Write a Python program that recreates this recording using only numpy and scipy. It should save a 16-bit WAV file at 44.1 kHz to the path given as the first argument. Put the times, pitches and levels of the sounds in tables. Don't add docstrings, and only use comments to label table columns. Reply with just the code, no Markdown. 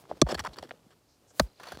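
import sys
import numpy as np
from scipy import signal
from scipy.fft import rfft, irfft, next_fast_len
from scipy.io import wavfile
from scipy.ndimage import map_coordinates

SR = 44100
rng = np.random.default_rng(int(sys.argv[2]) if len(sys.argv) > 2 else 0)


def ratio(d):
    e = np.asarray(d, float) / 20
    return 10 ** e


def transcribe(u):
    v = np.clip(np.atleast_2d(u).T, -1, 1)
    q = np.round(v * 32767).astype(np.int16)
    wavfile.write(sys.argv[1], SR, q)


N = 79380


def along(points, hz):
    f, v = np.transpose(points)
    return np.interp(np.log(hz + 1), np.log(f + 1), v)


def unit(x):
    return x / np.sqrt(np.mean(x ** 2) + 1e-20)


def filtered(x, response):
    m = next_fast_len(len(x) + 8192)
    return irfft(rfft(x, m) * response(np.fft.rfftfreq(m, 1 / SR)), m)[:len(x)]


def causal(x, spectrum):
    gain = ratio(along(spectrum, np.fft.rfftfreq(4096, 1 / SR)))
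    cepstrum = irfft(np.log(gain + 1e-6))
    cepstrum[1:2048] *= 2
    cepstrum[2049:] = 0
    impulse = irfft(np.exp(rfft(cepstrum)))[:2048]
    return signal.fftconvolve(x, impulse)[:len(x)]


def add(track, s, x):
    part = track[max(round(s * SR), 0):][:len(x)]
    part += x[:len(part)]


def ringing(modes, t, grip=1):
    out = 0
    for k, (hz, db, t60) in enumerate(modes):
        out = out + (-1) ** k * ratio(db - 60 * (t / t60) ** grip) * np.sin(2 * np.pi * hz * t)
    return out


# (frequency [Hz], level [dB per Hz])
AIR_COLOUR = [(18, -44.5), (30, 8.5), (167, 6.5), (201, -8.5), (235, 4.5), (1890, -14), (4900, -12.5),
              (15200, -20), (16500, -42.5)]


def air():
    drift = ratio(0.5 * map_coordinates(rng.standard_normal(30), [np.arange(N) / SR * 8]))
    noise = filtered(rng.standard_normal(N), lambda f: ratio(along(AIR_COLOUR, f)))
    return ratio(-67.5) * drift * unit(noise)


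# (offset [s], length [s], pitch [Hz], level [dB], glide [Hz])
TRILL_NOTES = [
    (0, .007, 4800, 0, -150),
    (.013, .011, 4100, 1, -200),
]


def bird(count=12):
    out = np.zeros(N)
    start_s, period_s, trill_db = 1.470, .0293, -64.5
    for k in range(count):
        for offset, length, hz, db, glide_hz in TRILL_NOTES:
            t = np.arange(round(length * SR)) / SR
            swell = np.sin(np.pi * t / length)
            tone = swell * np.sin(2 * np.pi * t * (hz + glide_hz * (t / length - 1) / 2))
            level = ratio(trill_db + db + rng.normal(0, 2.9))
            add(out, start_s + k * period_s + offset, level * tone)
    return out


# (time [s], level [dB])
TRICKLE_LEVEL = [(0, -63), (.2, -59), (.25, -66), (.28, -50), (.5, -57), (.74, -63), (.95, -70),
                 (1.05, -75.5), (1.3, -69.5), (1.45, -58), (1.56, -73.5), (1.62, -61.5), (1.8, -58.5)]
# (frequency [Hz], level [dB per Hz])
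DIRT_COLOUR = [(59, -27.5), (100, 8.5), (177, 4), (524, 3), (1170, -7), (1950, -13.5), (4770, -16),
               (16000, -33)]
# (time [s], half length [s], level [dB], centre [Hz], width [octaves])
DUST_PUFFS = [
    (0.008, 0.023, -62.5, 6870, 2.83),
    (0.109, 0.022, -64.5, 3440, 0.61),
    (1.119, 0.0446, -71, 5130, 0.328),
    (1.302, 0.0223, -64.5, 6432, 0.305),
    (1.401, 0.045, -54, 6990, 2.52),
    (1.68, 0.099, -59.5, 3150, 0.805),
]


def dirt():
    t = np.arange(N) / SR
    level = ratio(np.interp(t, *np.transpose(TRICKLE_LEVEL)))
    grains = rng.standard_normal(N) * ratio(3.0 * rng.exponential(size=N)) * (rng.random(N) < .3)
    clumps = ratio(2 * map_coordinates(rng.standard_normal(200), [t * 60]))
    out = ratio(2.5) * level * clumps * unit(causal(grains, DIRT_COLOUR))
    for s, half, db, hz, width in DUST_PUFFS:
        band = lambda f: np.exp(-(np.log2((f + 1) / hz) / width) ** 2 / 2)
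        swell = np.exp(-((t - s) / half) ** 2)
        out += ratio(db) * swell * unit(filtered(rng.standard_normal(N), band))
    return out


# (time [s], length [s], pitch [Hz], level [dB])
BLADE_SONGS = [(0.282, 0.011, 5300, -56.5), (.308, 0.022, 5274, -35), (0.317, 0.0069, 7730, -46),
               (.345, .009, 7287, -46), (0.344, 0.013, 4377, -35), (0.393, 0.018, 5735, -37.5),
               (.467, 0.008, 5655, -48.5), (0.534, 0.0181, 4203, -49.5), (.585, 0.001226, 4777, -39),
               (1.638, 0.0064, 4500, -47.5), (1.671, 0.0096, 4503, -48), (1.686, 0.0074, 4270, -44),
               (1.72, 0.005, 10300, -49.5), (1.772, 0.0102, 4170, -59.5)]


def sings():
    out, t = np.zeros(N), np.arange(SR // 16) / SR
    ring_t60_s = .014
    for s, length, hz, db in BLADE_SONGS:
        rub = (1 + rng.standard_normal(len(t))) * rng.standard_normal(len(t)) * (t < .7 * length)
        mode = ratio(-60 * t / ring_t60_s) * np.sin(2 * np.pi * hz * t)
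        tone = np.convolve(rub, mode)[:len(t)]
        add(out, s, ratio(db + 4.5) * tone / np.abs(tone).max())
    return out


# (time [s], length [s], knock level [dB], grit level [dB], knock pitch [Hz])
KNOCKED = [(.053, 0.00417, -65, -77.5, 1230), (.094, 0.0357, -56.5, -73.5, 542),
           (.1135, 0.00113, -43, -90, 882), (.1145, 0.0023, -37.5, -85.5, 588),
           (.122, 0.0169, -56.5, -97, 473), (.265, 0.00484, -49, -67.5, 640),
           (.271, 0.0021, -42, -63.5, 714), (.274, 0.0153, -57.5, -65.5, 700),
           (.295, 0.0075, -61.5, -63, 1510), (.317, 0.00984, -57.5, -48.5, 1510),
           (.3455, .002, -44, -49.5, 1510), (.3935, 0.001975, -51, -48, 1800), (.35, 0.0039, -43, -67, 424),
           (.288, 0.03116, -42.5, -50, 621), (.308, 0.02858, -44.5, -56, 575.4),
           (.326, 0.00316, -34, -71.5, 466.6), (.344, 0.011, -47.5, -45, 1140),
           (.376, 0.018, -55.5, -62, 1520), (.384, 0.0026, -53, -57.5, 1780), (.392, 0.015, -49, -45, 1258),
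           (.438, .008, -57.5, -59.5, 896), (.448, 0.0065, -41.5, -53, 900),
           (.4605, 0.0024, -42.5, -54.5, 1330), (.4645, .002, -43.5, -56, 1198),
           (.469, 0.0024, -44, -51, 1025), (.472, 0.00442, -44.5, -60.5, 702), (.49, 0.01, -68.5, -71, 900),
           (.512, 0.0023, -65.5, -81, 900)]
# (time [s], length [s], knock level [dB], grit level [dB], knock pitch [Hz])
SETTLED = [(.531, 0.0174, -68.5, -67.5, 600), (.56, 0.00381, -64.5, -65.5, 1100),
           (.567, 0.0151, -62, -65, 900), (.581, .003, -52.5, -77, 437), (.5865, 0.003034, -51, -50.5, 964),
           (.592, 0.00766, -61.5, -63.5, 804), (.626, 0.00395, -74.5, -56, 640),
           (.6295, .0019, -44, -64, 650), (.673, .002, -80, -69, 900), (.692, .004, -70, -63, 1250),
           (.634, 0.0215, -58.5, -64, 607), (.709, 0.00167, -49.5, -74, 2053),
           (.7095, 0.00131, -53, -85, 1546), (.711, 0.006, -55.5, -89, 1847),
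           (.71, 0.0021, -51.5, -92, 727), (.714, 0.0024, -48.5, -85, 574), (.738, 0.0034, -61.5, -91, 476),
           (.865, 0.0023, -60, -96, 202.8), (.905, 0.0298, -75, -75, 928.8)]
# (time [s], length [s], knock level [dB], grit level [dB], knock pitch [Hz])
DRAGGED_OUT = [(1.598, 0.01287, -58, -62.5, 900), (1.612, 0.0237, -66.5, -69.5, 1200),
               (1.632, 0.01173, -58, -58.5, 1330), (1.644, 0.0118, -64.5, -70, 1190),
               (1.655, 0.01326, -61, -63.5, 1300), (1.669, 0.01226, -53.5, -60, 953),
               (1.684, 0.0096, -57, -57.5, 1117), (1.694, 0.01726, -63.5, -64, 1170),
               (1.712, .009, -62, -65, 1240), (1.72, 0.00752, -47, -51, 1023), (1.729, .014, -74, -63, 900),
               (1.745, 0.0141, -63, -61.5, 900), (1.787, 0.0143, -63, -64, 1194),
               (1.797, 0.00292, -68, -61, 1200), (1.305, 0.0109, -72, -77, 900)]
# (frequency [Hz], level [dB per Hz])
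GRIT_COLOUR = [(500, -1), (1800, -3), (2600, -5), (5000, -2), (8000, -7.5), (16000, -6)]
# (frequency [Hz], width [Hz], level [dB])
BURIED_BLADE = [(1747, 250, 3), (2917, 120, 5), (3340, 290, 8.5), (4430, 240, 8), (5330, 77, 11),
                (5720, 110, 4.5), (7270, 270, 7), (7730, 220, 8.5), (9730, 260, 8.5)]
# (frequency [Hz], width [Hz], level [dB])
PULLED_BLADE = [(1590, 230, 4.2), (3360, 270, 3.2), (4420, 240, 10.6), (6000, 390, 4.7), (7360, 370, 3.6),
                (9600, 320, 12.1), (10300, 227, 6.2), (12600, 300, 4), (14200, 245, 12)]


def stones(rows, blade, count=300):
    def rattle(f):
        modes = [ratio(db) * 1j * f * w / (hz * hz - f * f + 1j * f * w) for hz, w, db in blade]
        return 1 + sum(modes)

    out, t, short = np.zeros(N), np.arange(SR // 12) / SR, np.arange(128)
    pitch_scatter, life_cycles, pitch_sag, knock_size_db = 0.443, 1.6, 0.054, 5.5
    grain_low_hz, grain_octaves, grain_cycles, grain_size_db = 900, 4.2, 1.2, 2.5
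    for s, length, knock_db, grit_db, hz in rows:
        u, g, e = rng.random((4, count)), rng.standard_normal(count), rng.exponential(size=count)

        knocks = 1 + int(length / .002)
        several = knocks > 2
        start = length * (np.arange(knocks) + 0.74 * u[0, :knocks])[:, None] / knocks * several
        age = np.clip(t - start, 0, 1)
        cycles = age * hz * np.exp(pitch_scatter * g[:knocks, None] * several)
        level = ratio(knock_size_db * (u[1, :knocks, None] - .5) - 20 * cycles / life_cycles)
        onset = 1 - np.exp(-1.5 * cycles)
        tone = np.sin(2 * np.pi * cycles * (1 + pitch_sag * np.exp(-cycles / 2)))
        knock = np.sum(level * onset * tone, axis=0)

        when = (length * SR * 1.4 * u[2] ** 1.2).astype(int)
        size = ratio(grain_size_db * e) * np.sign(g) * (1 - u[2] ** 2)
        grain_hz = np.minimum(grain_low_hz * 2 ** (grain_octaves * u[3, :, None]), 16000)
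        turns = short / SR * grain_hz
        shape = ratio(-20 * turns / grain_cycles) * (1 - np.exp(-turns)) * (1 - short / 128)
        grains = size[:, None] * np.sin(2 * np.pi * turns) * shape
        chips = np.bincount((when[:, None] + short).ravel(), grains.ravel(), len(t))[:len(t)]
        grit = unit(filtered(causal(chips, GRIT_COLOUR), rattle))

        energy = np.sqrt((length * SR + 90) / len(t))
        contact = ratio(knock_db) * unit(knock) + ratio(grit_db) * grit
        add(out, s, ratio(8.5) * energy * contact)
    return out


# (time [s], level [dB], strongest frequency [Hz])
GROUND_WAVES = [
    (0.112, -52.5, 65),
    (0.218, -22, 59),
    (.338, -36, 67),
    (.385, -37.5, 80.1),
    (0.466, -43.5, 56.7),
    (1.396, -23, 56.9),
    (1.719, -45.5, 66.7),
    (0.582, -48, 80),
]


def ground():
    out, push = np.zeros(N), np.zeros(SR // 5)
    push[0] = 1
    width_oct, skirt_db, late_cycles = 0.321, -9.5, 3.1
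    for s, db, hz in GROUND_WAVES:
        def soil(f):
            octaves = np.log2((f + 1) / hz)
            hump = np.exp(-(octaves / width_oct) ** 2 / 2)
            skirt = ratio(skirt_db) * np.exp(-((octaves - 1.5) / 0.33) ** 2 / 2)
            return (hump + skirt) * np.exp(-2j * np.pi * late_cycles * np.log((f + 25) / 25))

        wave = filtered(push, soil)
        add(out, s, ratio(db) * wave / np.abs(wave).max())
    return out


# (time [s], crack level [dB], crack t60 [s], crush t60 [s], thud level [dB], thud lag [s])
PICK_BLOWS = [
    (0.2164, -8, 0.011, 0.014, -4, 0.0016),
    (1.3968, -8.5, 0.01955, 0.0285, -8, 0.0007826),
]
# (frequency [Hz], level [dB per Hz])
CRACK_COLOURS = [
    [(900, -32), (2200, -3.5), (2800, -15), (3500, 0.5), (5800, 0.5), (6900, -5.5), (7600, -2),
     (16000, -33.5)],
    [(880, -14.5), (1500, 4), (2940, -10), (4640, 1.5), (8320, -22.5), (11900, -15), (16000, -26)],
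]
# (frequency [Hz], level [dB], t60 [s])
SOIL_MODES = [
    [(147.2, -9.5, 0.0528), (250, 0.5, 0.0177), (351, 5, 0.022), (612, -2, 0.0185), (843.6, -2.5, 0.0025),
     (1159, -5.5, 0.0147)],
    [(169, -6, 0.0314), (268, -1.5, 0.0163), (615.2, 3.5, 0.0208), (900, -0.5, 0.0147), (1248.8, 2, 0.0141),
     (1547, -7.5, 0.0225)],
]
# (frequency [Hz], level [dB], t60 [s])
BLADE_MODES = [
    [(1650, -21, .018), (1930, -21, .014), (2350, -22, .014), (3490, -11, .012), (4420, -14, .018),
     (5200, -22, .015), (6110, -17, .016), (6450, -20, .014), (7530, -12, .013), (7950, -20, .014)],
    [(1330, -20, .02), (1900, -22, .015), (2450, -24, .02), (4400, -11, .008), (4750, -13, .008),
     (6500, -24, .015), (7500, -24, .01), (9700, -26, .015)],
]


def blows():
    out, t = np.zeros(N), np.arange(SR // 10) / SR
    lead_s, lead_db = 0.0012993, -8
    splinter_db, splinter_t60_s = -16, 0.02
    crush_share, thud_cycles = .1, 0.3564

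    def packed(f):
        lateness = np.exp(-2j * np.pi * thud_cycles * np.log((f + 60) / 60))
        return lateness / (1 + (f / 2000) ** 4)

    for blow, colour, soil_modes, steel in zip(PICK_BLOWS, CRACK_COLOURS, SOIL_MODES, BLADE_MODES):
        s, db, crack_t60, crush_t60, thud_db, lag = blow
        white = rng.standard_normal((2, len(t)))
        age = np.clip(t - lead_s, 0, 1)

        fall = ratio(-60 * age / crack_t60) + ratio(splinter_db - 60 * age / splinter_t60_s)
        scrape = ratio(lead_db) * t / lead_s
        crack = unit(causal(white[0], colour)) * np.where(age > 0, fall, scrape)
        clang = ringing(steel, age) * (1 - np.exp(-age / 0.00019))

        late = np.clip(age - lag, 0, 1)
        burst = crush_share * white[1] * (late > 0) * ratio(-60 * late / crush_t60)
        burst[round((lag + lead_s) * SR)] += 1
        thud = np.convolve(burst, ringing(soil_modes, t, grip=1.6))[:len(t)]
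        soil = filtered(thud, packed)
        thump = ratio(thud_db) * soil / np.abs(soil).max()
        add(out, s - lead_s, ratio(db - 5.5) * crack + clang + thump)
    return out


def scene():
    struck = blows() + ground()
    contacts = stones(KNOCKED, BURIED_BLADE) + stones(SETTLED, BURIED_BLADE) + stones(DRAGGED_OUT, PULLED_BLADE)
    rubbed = sings()
    background = dirt() + bird() + air()
    return (struck + contacts + rubbed + background)[None]


def roll_off(x):
    return signal.sosfilt(signal.butter(12, 16810, fs=SR, output="sos"), x)


def record(dry):
    low_hz, top_hz = 45, 16000
    band = lambda f: (1j * f / (1j * f + low_hz)) ** 2 / (1 + (f / top_hz) ** 120)
    heard = filtered(dry[0], band)[None]
    return roll_off(heard)


dry = scene()
out = record(dry)
transcribe(out)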